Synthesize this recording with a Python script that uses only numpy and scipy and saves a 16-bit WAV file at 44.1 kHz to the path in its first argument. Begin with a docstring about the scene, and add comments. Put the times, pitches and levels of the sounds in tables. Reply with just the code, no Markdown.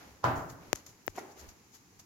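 """Hooves scuff over damp litter as a young steer walks past in a large, quiet barn.
Almost at once a steel fitting is knocked, and its ringing booms through the hall.
The hooves thud, squelch and snap stalks on the soft floor; one lands with a hollow clop.
Two sharp clicks sound right at the left microphone, over a low rumble and faint hiss."""
import sys
import numpy as np
from scipy import signal
from scipy.fft import rfft, irfft
from scipy.io import wavfile

SR = 44100
rng = np.random.default_rng(int(sys.argv[2]) if len(sys.argv) > 2 else 0)


def master(y):
    """Save y as 16-bit WAV."""
    cut = np.clip(np.atleast_2d(y).T, -1, 1)
    pcm = np.round(cut * 32767)  # scale
    wavfile.write(sys.argv[1], SR, pcm.astype(np.int16))


N = 90404
TIME = np.arange(N) / SR
FREQS = np.maximum(np.fft.rfftfreq(N, 1 / SR), 1)
# how alike left and right sound in the barn: (frequency [Hz], likeness [0 to 1])
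LIKENESS = [(30, 0.14), (120, 0.97), (300, 0.74), (700, 0.6), (1300, 0), (3000, 0.058), (16000, 0)]


def from_db(db):
    """Turn decibels into a number to multiply by."""
    return 10 ** (np.asarray(db) / 20)


def rms_one(x):
    """Scale a sound to an average strength (rms) of 1."""
    return x / np.sqrt(np.mean(x ** 2) + 1e-20)


def at_hz(points, hz):
    """Read between the rows of a table, giving each octave equal room."""
    return np.interp(np.log(hz), *np.transpose([(np.log(f), v) for f, v in points]))


def panned(db, lean_db):
    """Left and right gains, with the left louder by lean_db."""
    return from_db(db + lean_db * np.array([[.5], [-.5]]))


def coloured(spectrum, source):
    """Give two unrelated noises a tone colour and make them alike in the bass; strength 1."""
    gain = from_db(at_hz(spectrum, FREQS)) * FREQS / np.hypot(FREQS, 20)
    common, side = rfft(source) * gain
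    alike = at_hz(LIKENESS, FREQS)
    stereo = np.sqrt(1 + alike) * common + np.sqrt(1 - alike) * side * [[1], [-1]]
    return rms_one(irfft(stereo, N))


def noise(spectrum):
    """Smooth stereo noise with the given tone colour."""
    return coloured(spectrum, rng.standard_normal((2, N)))


def grains(spectrum, per_second=2000, spread_db=3):
    """Tiny collapses of uneven size over a fine hiss."""
    sizes = from_db(spread_db * np.minimum(rng.exponential(1, (2, N)), 4))
    signs = rng.choice([-1, 1], (2, N))
    happens = rng.random((2, N)) < per_second / SR
    return coloured(spectrum, rms_one(sizes * signs * happens) + rng.standard_normal((2, N)))


def swell(peak, rise, fall):
    """A level that climbs to 1 at the peak time, then falls away."""
    return np.exp(-np.maximum((peak - TIME) / rise, (TIME - peak) / fall))


def building(start, rise):
    """A level that grows from nothing towards 1."""
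    return 1 - np.exp(-np.maximum(TIME - start, 0) / rise)


def dying(start, fade):
    """A level that jumps to 1, then drops 60 dB over the fade time."""
    return (TIME >= start) * np.exp(-np.log(1000) * np.maximum(TIME - start, 0) / fade)


def ring(start, hz, fade, phase=0):
    """One fading tone of a struck object."""
    return dying(start, fade) * np.sin(2 * np.pi * hz * (TIME - start) + phase)


def pulse(start, spectrum_db):
    """The shortest click with this tone colour; peak 1."""
    cepstrum = irfft(np.log(from_db(spectrum_db)), N)
    # keeping only the first half packs the energy at the start of the click
    shape = irfft(np.exp(rfft(2 * cepstrum[:N // 2], N)), N)
    samples = np.arange(N)
    return np.interp(samples - round(start * SR), samples, shape / abs(shape).max(), left=0)


def barn():
    """The quiet barn: a steady low rumble and faint hiss."""
    colour = [(25, 6), (45, -2), (85, 5.5), (150, 1), (300, 1), (430, -2.5), (580, -16), (800, -5.5),
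              (1450, -11.5), (2300, -11), (3400, -17.5), (5000, -12.5), (6900, -9), (8200, -25.5),
              (12000, -18), (16000, -25)]  # (frequency [Hz], relative level [dB])
    return from_db(-61.5) * noise(colour)


def scuffs():
    """Hooves drag through the dry part of the litter."""
    drags = [(0.013, -52.5, 0.15, .13), (0.628, -58, 0.032, 0.24), (.79, -62.5, 0.051, 0.025),
             (1.156, -55, 0.0028, 0.047), (1.189, -49, 0.024, 0.026), (1.376, -56.5, 0.0049, 0.012),
             (1.43, -55.5, 0.029, 0.095)]  # (time [s], level [dB], rise [s], fall [s])
    colour = [(60, -8), (300, 5.5), (700, -0.5), (1400, -2.5), (2300, -5), (3500, -12), (6500, -11.5),
              (8500, -28.5), (12000, -14), (16000, -36)]  # the rustle: (frequency [Hz], relative level [dB])
    return sum(from_db(db) * swell(s, rise, fall) for s, db, rise, fall in drags) * grains(colour)


def squelches():
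    """Wet litter squelches under the hooves in short, grainy bursts."""
    # each squeeze: (time [s], level [dB], rise [s], fall [s], left over right [dB])
    squeezes = [(0.245, -52.5, 0.0036, .008, 7), (0.359, -53, 0.0034, 0.06, 3),
                (.5, -49.5, 0.0055, 0.013, 3), (0.759, -44.5, 0.0046, .002, 3),
                (0.766, -52, 0.0059, 0.031, 1), (0.865, -48.5, .002, 0.0088, 4),
                (0.893, -57.5, 0.014, 0.03, 2), (1.099, -58.5, 0.0038, 0.01, 10),
                (1.165, -62, .008, 0.06, 17), (1.19, -57, .008, 0.0024, 16),
                (1.321, -63, 0.019, 0.0067, 13), (1.402, -50.5, 0.018, 0.016, 5),
                (1.49, -52.5, 0.0033, 0.017, 4), (1.75, -52.5, 0.014, 0.021, 5),
                (1.997, -50, 0.0023, .011, 0)]
    colour = [(300, -26), (1000, -4), (2200, -10), (3500, -10.5), (4700, -5), (6000, -1.5), (7000, 1.5),
              (8400, -23.5), (10000, -16), (12000, -5.5), (14500, -21.5), (16000, -21)]  # the wet hiss: (frequency [Hz], relative level [dB])
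    level = sum(panned(db, lean) * swell(s, rise, fall) for s, db, rise, fall, lean in squeezes)
    return level * grains(colour)


def stalks():
    """A few stalks snap under the hooves."""
    breaks = [(0.361, -50, 4), (0.754, -41, 17), (0.758, -29.5, 7), (0.7596, -38.5, 5), (.8665, -42, 14),
              (1.1632, -41, 11), (1.1934, -37.5, 3), (1.4901, -47, 4), (1.9925, -47, 2)]  # (time [s], peak level [dB], left over right [dB])
    colour = [(500, -32), (2100, -3), (3600, -22), (5000, -19), (5900, 1), (6400, -3), (6900, -2),
              (8400, -15), (11800, -10.5), (16000, -29.5)]  # one snap: (frequency [Hz], relative level [dB])
    snap = pulse(0, at_hz(colour, FREQS))
    return sum(panned(db, lean) * np.roll(snap, round(s * SR)) for s, db, lean in breaks)


def thuds():
    """Each hoof presses the litter: a low tone with a crumbling noise on top."""
    steps = [(0.124, -54, 0.057, 0.029, 68), (0.376, -43.5, 0.016, 0.034, 73),
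             (0.464, -57, 0.014, 0.016, 84), (.525, -45.5, 0.028, .022, 128),
             (0.682, -53.5, 0.005, .03, 105.5), (.742, -51, 0.0071, 0.013, 55),
             (0.888, -57.5, 0.015, 0.037, 117), (1.093, -49.5, 0.0037, 0.021, 94.5),
             (1.434, -48.5, 0.026, 0.032, 69), (1.484, -51, 0.013, 0.017, 74.5),
             (1.969, -65, 0.025, 0.027, 101)]  # (time [s], tone level [dB], rise [s], fall [s], pitch [Hz])
    colour = [(25, 23), (45, -5.5), (75, 1), (120, -5.5), (200, -10.5), (400, -20.5), (900, -41),
              (3000, -30)]  # the crumbling: (frequency [Hz], relative level [dB])
    crumble = from_db(4.5) * noise(colour)
    return sum(from_db(db) * swell(s, rise, fall) * (np.sin(2 * np.pi * hz * (TIME - s)) + crumble)
               for s, db, rise, fall, hz in steps)


def clop():
    """A hoof touches, lands with a hollow ring and sets the hall sounding."""
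    contacts = [(1.1762, -37), (1.1817, -31.5)]  # touch and landing: (time [s], level [dB])
    tones = [(407, -0.5, 0.035), (708, -3.5, 0.042), (761, 1, 0.04), (935, 1.5, 0.02), (1400, -16.5, 0.14),
             (1933, -12.5, 0.077), (2177, -15, .06)]  # the hollow ring: (pitch [Hz], relative level [dB], fade time [s])
    hall_colour = [(60, -23), (200, -9), (290, -5.5), (380, 3.5), (550, -10), (760, -1.5), (1300, -14),
                   (2100, -15.5), (3500, -31.5), (16000, -35.5)]  # the echo: (frequency [Hz], relative level [dB])
    hoof = sum(from_db(db + tone_db) * ring(s, hz, fade) * building(s, .5 / hz)
               for s, db in contacts for hz, tone_db, fade in tones)
    landing = contacts[1][0]
    echo = noise(hall_colour) * dying(landing, fade=0.72) * building(landing, rise=0.02)
    return hoof + from_db(-43.5) * echo


def tick():
    """One thin, high tick on both sides, just before the second click."""
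    colour = [(3000, -47), (6000, -19), (9300, -34), (11500, -13), (13900, -4), (15300, -4), (16300, -6.5)]  # (frequency [Hz], relative level [dB])
    return from_db(-23.5) * pulse(start=1.0657, spectrum_db=at_hz(colour, FREQS))


def clicks(clack_hz=1840, clack_octaves=0.38, right_db=-30.5):
    """Two dry clicks at the left microphone; little of them reaches the right one."""
    hits = [(.7305, -2, 14800, 2), (1.0795, -11.5, 1880, 6.5)]  # (time [s], peak level [dB], dulled above [Hz], clack boost [dB])
    colour = [(30, -54), (100, -4.5), (200, -5.5), (350, 4.5), (600, 4.5), (1200, -4), (2800, -6.5),
              (3800, -14), (5000, -10.5), (6900, -5.5), (8400, -29.5), (10200, -17.5), (12400, -16),
              (16000, -24.5)]  # one click: (frequency [Hz], relative level [dB])
    clack = np.exp(-(np.log2(FREQS / clack_hz) / clack_octaves) ** 2)
    left = 0
    for s, db, dull_hz, clack_db in hits:
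        dulling_db = 10 * np.log10(1 + (FREQS / dull_hz) ** 2)
        left += from_db(db) * pulse(s, at_hz(colour, FREQS) + clack_db * clack - dulling_db)
    return np.array([left, from_db(right_db) * left])


def fitting(knock_s=.2418, push_s=0.0041, left_delay_s=0.00021):
    """The steel fitting is pushed, strikes with a crack, then rings and booms through the hall."""
    crack_colour = [(60, -17), (250, -16.5), (600, -8), (900, -8.5), (1150, 1.5), (1400, -10.5),
                    (1800, -22), (3000, -34.5), (6000, -26), (9000, -72), (16000, -52)]  # the strike: (frequency [Hz], relative level [dB])
    tones = [(122.9, 4.5, 0.3), (276.5, -3.5, 0.98), (381, -8, 0.56), (470, -8, 0.77), (587, 2, .42),
             (656, 1.5, 0.61), (779, 0, 0.62), (803, -4.5, 0.17), (915, -1, 0.31), (989, -1, 0.63),
             (1005, 5.5, 0.41), (1057, -13, 0.69), (1155, -8.5, 0.38), (1216, -12, 0.86), (1271, -3, 0.54),
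             (1350, -2, 0.58), (1477, -4.5, 0.67), (1548, -4, 0.45), (1637, -20, 0.37), (1826, -18, 0.39)]  # the ringing steel: (pitch [Hz], relative level [dB], fade time [s])
    boom_colour = [(30, -16), (60, -7), (120, -0.5), (165, -1.5), (215, -11.5), (300, -6.5), (480, -12.5),
                   (700, 1.5), (1200, -4.5), (1600, -10), (2100, -18), (3200, -25), (6500, -31.5),
                   (9000, -44), (16000, -38)]  # the boom in the hall: (frequency [Hz], relative level [dB])
    boom_fades = [(50, 1.2), (150, 0.77), (350, 1.09), (700, 0.59), (1300, 0.72), (1800, 0.72), (3200, 0.5),
                  (6000, 0.37), (16000, 0.93)]  # how long it lasts: (frequency [Hz], fade time [s])
    build_cycles = 0.87  # ringing needs about one cycle to build, so the bass arrives late
    crack = np.array([pulse(knock_s + delay, at_hz(crack_colour, FREQS)) for delay in (left_delay_s, 0)])
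    steel = 0
    for hz, db, fade in tones:
        # higher tones reach the two sides further out of step
        offset = rng.choice([-1, 1]) * np.arccos(at_hz(LIKENESS, hz)) / 2
        tone = ring(knock_s, hz, fade, phase=np.array([[offset], [-offset]]))
        steel += from_db(db) * tone * building(knock_s, build_cycles / hz)
    wash = noise(boom_colour)
    wash_spectrum = rfft(wash)
    centres = np.log([hz for hz, _ in boom_fades])
    boom = 0
    for (hz, fade), this_band in zip(boom_fades, np.eye(len(boom_fades))):
        share = np.interp(np.log(FREQS), centres, this_band)
        band = irfft(wash_spectrum * share, N)
        boom += band * dying(knock_s, fade) * building(knock_s, build_cycles / hz)
    push = wash * swell(knock_s, push_s, push_s) * (TIME < knock_s)
    return from_db(-32.5) * push + from_db(-14) * crack + from_db(-36.5) * steel + from_db(-25) * boom


def scene():
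    """The knock, the clicks and the hooves over the barn's background."""
    return fitting() + clicks() + tick() + clop() + thuds() + squelches() + scuffs() + stalks() + barn()


def record(dry):
    """Soften the deepest rumble and cut off the very highest treble."""
    low_cut = signal.butter(2, 49, "high", fs=SR, output="sos")
    high_cut = signal.ellip(10, .2, 70, 16100, fs=SR, output="sos")
    return signal.sosfilt(high_cut, signal.sosfilt(low_cut, dry))


dry = scene()
out = record(dry)
master(out)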